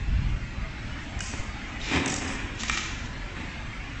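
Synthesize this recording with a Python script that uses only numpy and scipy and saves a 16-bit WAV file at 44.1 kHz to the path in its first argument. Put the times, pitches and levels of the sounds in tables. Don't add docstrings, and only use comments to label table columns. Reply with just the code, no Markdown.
import sys
import numpy as np
from scipy import signal
from scipy.fft import rfft, irfft, next_fast_len
from scipy.io import wavfile
from scipy.ndimage import uniform_filter1d, map_coordinates

SR = 44100
rng = np.random.default_rng(int(sys.argv[2]) if len(sys.argv) > 2 else 0)


def master(y):
    cut = np.clip(np.atleast_2d(y).T, -1, 1)
    pcm = np.round(cut * 32767)
    wavfile.write(sys.argv[1], SR, pcm.astype(np.int16))


def elevation(decibels):
    levels = np.asarray(decibels, float)
    return 10 ** (levels / 20)


N = 176400

# (frequency [Hz], decay by 60 dB [s])
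SHOP_DECAY = [(100, 1), (500, 0.58), (2000, 1), (8000, 0.43)]
ROOM_DB = -3

# (frequency [Hz], relative density [dB per Hz])
HUM_SPECTRUM = [(90, -22.5), (130, -15.5), (200, -1.5), (240, -0.5), (300, -4), (392, -10), (500, -14),
                (640, -10.5), (1000, -11.5), (1500, -10), (2000, -7.5), (2500, -9.5), (3100, -15),
                (4000, -20.5), (5000, -23.5), (7600, -29.5), (9000, -45.5)]
HUM_DB, HUM_START_DB, HUM_SETTLES_S = -40, -2.5, 0.83

# (time [s], level [dB])
DRAUGHT_LEVEL = [(0, -34.5), (.12, -24.5), (.3, -24), (.37, -28.5), (.52, -39), (.62, -30), (.75, -36),
                 (.86, -31.5), (1.0, -34.5), (1.1, -39), (1.17, -33), (1.3, -39.5), (1.7, -37.5),
                 (1.85, -37.5), (1.95, -48), (2.3, -37), (2.97, -37), (3.1, -36), (3.3, -38), (4, -36)]
# (frequency [Hz], relative density [dB per Hz])
DRAUGHT_SPECTRUM = [(8.8, -32), (15, -4.5), (38, 1.5), (123, -6), (196, -16.5), (244, -19.5), (272, -32),
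                    (400, -37), (520, -65.5), (880, -120)]
BLAST_S, BLAST_DB, BLAST_WIDTH_S = 1.4, -20.5, 0.0049

# (start [s], envelope peak [dB], length [s])
AIR_PUFFS = [(1.190, -34.5, .005), (1.2045, -28, .008), (2.0585, -22, .006), (2.076, -28.5, .011),
             (2.097, -29.5, .012), (2.120, -27.5, .009), (2.140, -25, .005), (2.159, -28.5, .012),
             (2.181, -33, .011)]
# (frequency [Hz], relative density [dB per Hz])
AIR_SPECTRUM = [(700, -33), (1300, -17), (1700, -12), (3000, -11), (4100, -13), (5000, -5), (6300, -3),
                (7600, -5), (9000, -11)]
# (start [s], level [dB], decay by 60 dB [s], valve shuts [s])
AIR_BLEEDS = [(1.208, -36.5, 1.4, 1.4), (2.075, -35.5, 2, 2.22), (2.27, -44, 3, 2.33)]
BLEED_RISE_S, BLEED_SHUT_T60_S = .008, .7
# (frequency [Hz], relative level [dB], decay by 60 dB [s])
TOGGLE_MODES = [(1556, 1.5, 0.016), (2450, -4.5, 0.045), (2937, -4.5, 0.055)]
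TOGGLE_S, TOGGLE_DB = 1.2058, -23.5

# (time [s], level [dB])
STROKE_LEVEL = [(1.8, -48), (1.808, -42), (1.85, -37), (1.91, -36), (1.96, -35), (2.05, -57)]
# (frequency [Hz], width [Hz], relative level [dB])
ROD_RESONANCES = [(2310, 470, 1), (3700, 720, -2), (5400, 1000, -7), (7300, 640, -12)]
# (time [s], level [dB], frequency [Hz], decay by 60 dB [s])
ROD_TICKS = [(1.815, -29.5, 3720, 0.036)]

# (time [s], level [dB], clank length [s], clank relative to boom [dB])
ARM_SLAMS = [(1.325, -35.5, 0.013, -9), (1.337, -40.5, 0.036, -2), (1.389, -42.5, 0.046, -12.5),
             (1.86, -37, 0.11, -3), (1.908, -29.5, 0.13, -0.5), (2.046, -36, 0.14, -4),
             (2.207, -38, 0.27, 0.5), (3.356, -40.5, 0.097, -1.5)]
# (time [s], relative impulse [dB])
ARM_BLOWS = [(1.337, -5), (1.913, -4), (1.93, -10.5), (1.95, -4), (1.962, -5), (1.973, -1)]
# (frequency [Hz], width [Hz], relative level [dB])
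FRAME_BOOM = [(90.5, 30, -1.5), (164, 70, -4.5), (274, 59, 0), (348, 27, -3), (388, 51, -8.5),
              (559, 78, -11), (750, 230, -14.5)]
# (frequency [Hz], width [Hz], relative level [dB])
FRAME_CLANK = [(908, 260, -12), (1290, 940, -12), (1827, 420, -7.5), (2196, 92, -12.5), (2440, 160, -9.5),
               (3800, 690, -20.5), (5550, 4900, -30)]
RATTLE_PER_S, RATTLE_SPREAD_DB, CONTACT_S = 900, 4, .0003
BOOM_LASTS = 1.14

# (time [s], relative level [dB], brightness [dB per octave])
HAND_KNOCKS = [(2.6343, -14, 2.5), (2.6648, -28, -4), (2.6966, -8, 0), (2.7268, -21.5, 0.5),
               (2.7739, -11, -1.5), (2.8047, -34.5, 0.5)]
# (frequency [Hz], relative level [dB], decay by 60 dB [s])
CHUCK_MODES = [(834, -11.5, 0.026), (1279, -0.5, 0.018), (1882, 0, 0.026), (2110, -8, 0.041),
               (2350, -3.5, 0.034), (2665, -3, 0.018), (3710, -11, .03), (5700, -12, 0.013),
               (7600, -12, 0.012)]
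# (time [s], level [dB])
RUSTLE_LEVEL = [(2.55, -58.5), (2.605, -38.5), (2.66, -41.5), (2.73, -36.5), (2.82, -41), (2.93, -47.5),
                (3.08, -54)]
# (frequency [Hz], relative density [dB per Hz])
FILM_SPECTRUM = [(400, -23.5), (700, -13), (1620, -7.5), (2290, 2), (3100, 1), (3890, 2), (4500, -4),
                 (6000, 0.5), (7400, -1.5), (8200, -31.5)]

# (frequency [Hz], gain [dB])
RECORDER_CUTOFF = [(8200, 0), (8500, -38), (9300, -46)]


def unit(x):
    return x / np.sqrt(np.mean(x ** 2) + 1e-20)


def along(points, hz):
    f, v = np.transpose(points)
    return np.interp(np.log(hz + 1), np.log(f + 1), v)


def curve(rows, outside=None):
    s, v = np.transpose(rows)
    return np.interp(np.arange(N) / SR, s, v, outside, outside)


def wobble(rate):
    knots = rng.standard_normal(int(N * rate / SR) + 4)
    return map_coordinates(knots, [np.arange(N) * rate / SR])


def filtered(x, response):
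    m = next_fast_len(N + SR // 2)
    return irfft(rfft(x, m) * response(np.fft.rfftfreq(m, 1 / SR)), m)[..., :N]


def resonances(table):
    def response(f):
        total = 0
        for k, (center, width, db) in enumerate(table):
            damping = 1j * f * width
            total = total + (-1) ** k * elevation(db) * damping / (center * center - f * f + damping)
        return total
    return response


def rush(spectrum, patchy_db, size=512):
    z = signal.stft(rng.standard_normal(N), nperseg=size)[2]
    field = uniform_filter1d(rng.standard_normal(z.shape), size=3, axis=0)
    field = uniform_filter1d(field, size=5, axis=1)
    x = signal.istft(z * elevation(patchy_db * unit(field)), nperseg=size)[1][:N]
    return unit(filtered(x, lambda hz: elevation(along(spectrum, hz))))


def grains(per_s, spread_db):
    chance, side = rng.random((2, N))
    sizes = elevation(spread_db * rng.standard_normal(N))
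    return unit((chance < per_s / SR) * np.sign(side - .5) * sizes)


def ring(s, db, modes, crack, tilt_db=0):
    out, t = np.zeros(N + SR), np.arange(SR // 4) / SR
    blow = np.zeros(len(t))
    for hz, level, t60 in modes:
        level = level + tilt_db * np.log2(hz / 2000) + rng.normal(0, 2.5)
        blow += elevation(level - 60 * t / t60) * np.sin(2 * np.pi * hz * rng.normal(1, .015) * t)
    blow += crack * elevation(2 * tilt_db - 60 * t / 0.0053) * rng.standard_normal(len(t))
    attack = 1 - np.exp(-t / 0.00043)
    out[round(s * SR):][:len(t)] = elevation(db) * blow * attack
    return out[:N]


def shop(x):
    hz, t, z = signal.stft(rng.standard_normal(SR), SR, nperseg=256)
    decay = elevation(-60 * t / along(SHOP_DECAY, hz)[:, None])
    tail = signal.istft(z * decay, SR, nperseg=256)[1]
    delayed = np.pad(x, (300, 0))
    return signal.fftconvolve(delayed, tail / np.linalg.norm(tail))[:N]


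def machinery():
    settling = curve([(0, HUM_START_DB), (HUM_SETTLES_S, 0)])
    level = elevation(HUM_DB + settling + 0.49 * wobble(3.5))
    return level * rush(HUM_SPECTRUM, patchy_db=3.5, size=2048)


def draught():
    u = (np.arange(N) / SR - BLAST_S) / BLAST_WIDTH_S
    blast = -elevation(BLAST_DB) * np.exp(-u ** 2 / np.where(u < 0, .3, 3))
    level = elevation(curve(DRAUGHT_LEVEL) + 1.2 * wobble(25))
    return level * rush(DRAUGHT_SPECTRUM, patchy_db=1.2) + blast


def valves():
    t = np.arange(N) / SR
    puffs, bleed = np.zeros(N), np.zeros(N)
    for s, db, length in AIR_PUFFS:
        puffs += elevation(db) * np.sin(np.pi * np.clip((t - s) / length, 0, 1) ** .7)
    for s, db, t60, shut in AIR_BLEEDS:
        open_s, shut_s = np.clip(t - s, 0, None), np.clip(t - shut, 0, None)
        sag = elevation(db - 60 * open_s / t60 - 60 * shut_s / BLEED_SHUT_T60_S)
        bleed += sag * (1 - np.exp(-open_s / BLEED_RISE_S))
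    puffing = puffs * rush(AIR_SPECTRUM, patchy_db=2)
    hissing = bleed * elevation(1.3 * wobble(90)) * rush(AIR_SPECTRUM, patchy_db=2.5)
    return puffing + hissing + ring(TOGGLE_S, TOGGLE_DB, TOGGLE_MODES, crack=1)


def cylinder():
    friction = grains(2500, spread_db=7.0) + 2.0 * rng.standard_normal(N)
    scrape = unit(filtered(friction, resonances(ROD_RESONANCES)))
    ticks = sum(ring(s, db, [(hz, 0, t60)], crack=.2) for s, db, hz, t60 in ROD_TICKS)
    return elevation(curve(STROKE_LEVEL, -120) + 0.71 * wobble(60)) * scrape + ticks


def slams():
    t = np.arange(N) / SR
    rattle = grains(RATTLE_PER_S, RATTLE_SPREAD_DB) + .4 * rng.standard_normal(N)

    def shape(s, length):
        rise = np.clip((t - s) / 0.0062, 0, 1)
        return rise * np.exp(-np.clip((t - s) / length, 0, 5) ** 1.9)

    boom = sum(elevation(db) * shape(s, length * BOOM_LASTS) for s, db, length, _ in ARM_SLAMS)
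    clank = sum(elevation(db + treble_db) * shape(s, length) for s, db, length, treble_db in ARM_SLAMS)
    blows = np.zeros(N)
    for s, db in ARM_BLOWS:
        blows[round(s * SR)] = -elevation(db)
    blows = uniform_filter1d(blows, round(CONTACT_S * SR))
    low = filtered(rattle * boom + blows, resonances(FRAME_BOOM))
    high = filtered(rattle * clank + blows, resonances(FRAME_CLANK))
    scale = np.std(filtered(rattle, resonances(FRAME_BOOM)))
    return (low + high) / scale


def hand_work():
    knocks = sum(ring(s, db - 7.5, CHUCK_MODES, crack=1.9, tilt_db=tilt) for s, db, tilt in HAND_KNOCKS)
    crumpling = grains(1800, spread_db=2.5) + 0.6 * rng.standard_normal(N)
    crackle = unit(filtered(crumpling, lambda hz: elevation(along(FILM_SPECTRUM, hz))))
    return knocks + elevation(curve(RUSTLE_LEVEL, -120) + 2.5 * wobble(80)) * crackle


def scene():
    near = [valves(), cylinder(), slams(), hand_work()]
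    send_db = [-7.5, 1, -1.5, -1.5]
    echo = shop(sum(elevation(db) * x for db, x in zip(send_db, near)))
    return (machinery() + draught() + elevation(ROOM_DB) * echo + sum(near))[None]


def roll_off(x):
    return signal.sosfilt(signal.butter(12, 9250, fs=SR, output="sos"), x)


def record(dry):
    mix = filtered(dry, lambda hz: elevation(along([(20, 0.011)] + RECORDER_CUTOFF, hz)))
    return roll_off(mix)


dry = scene()
out = record(dry)
master(out)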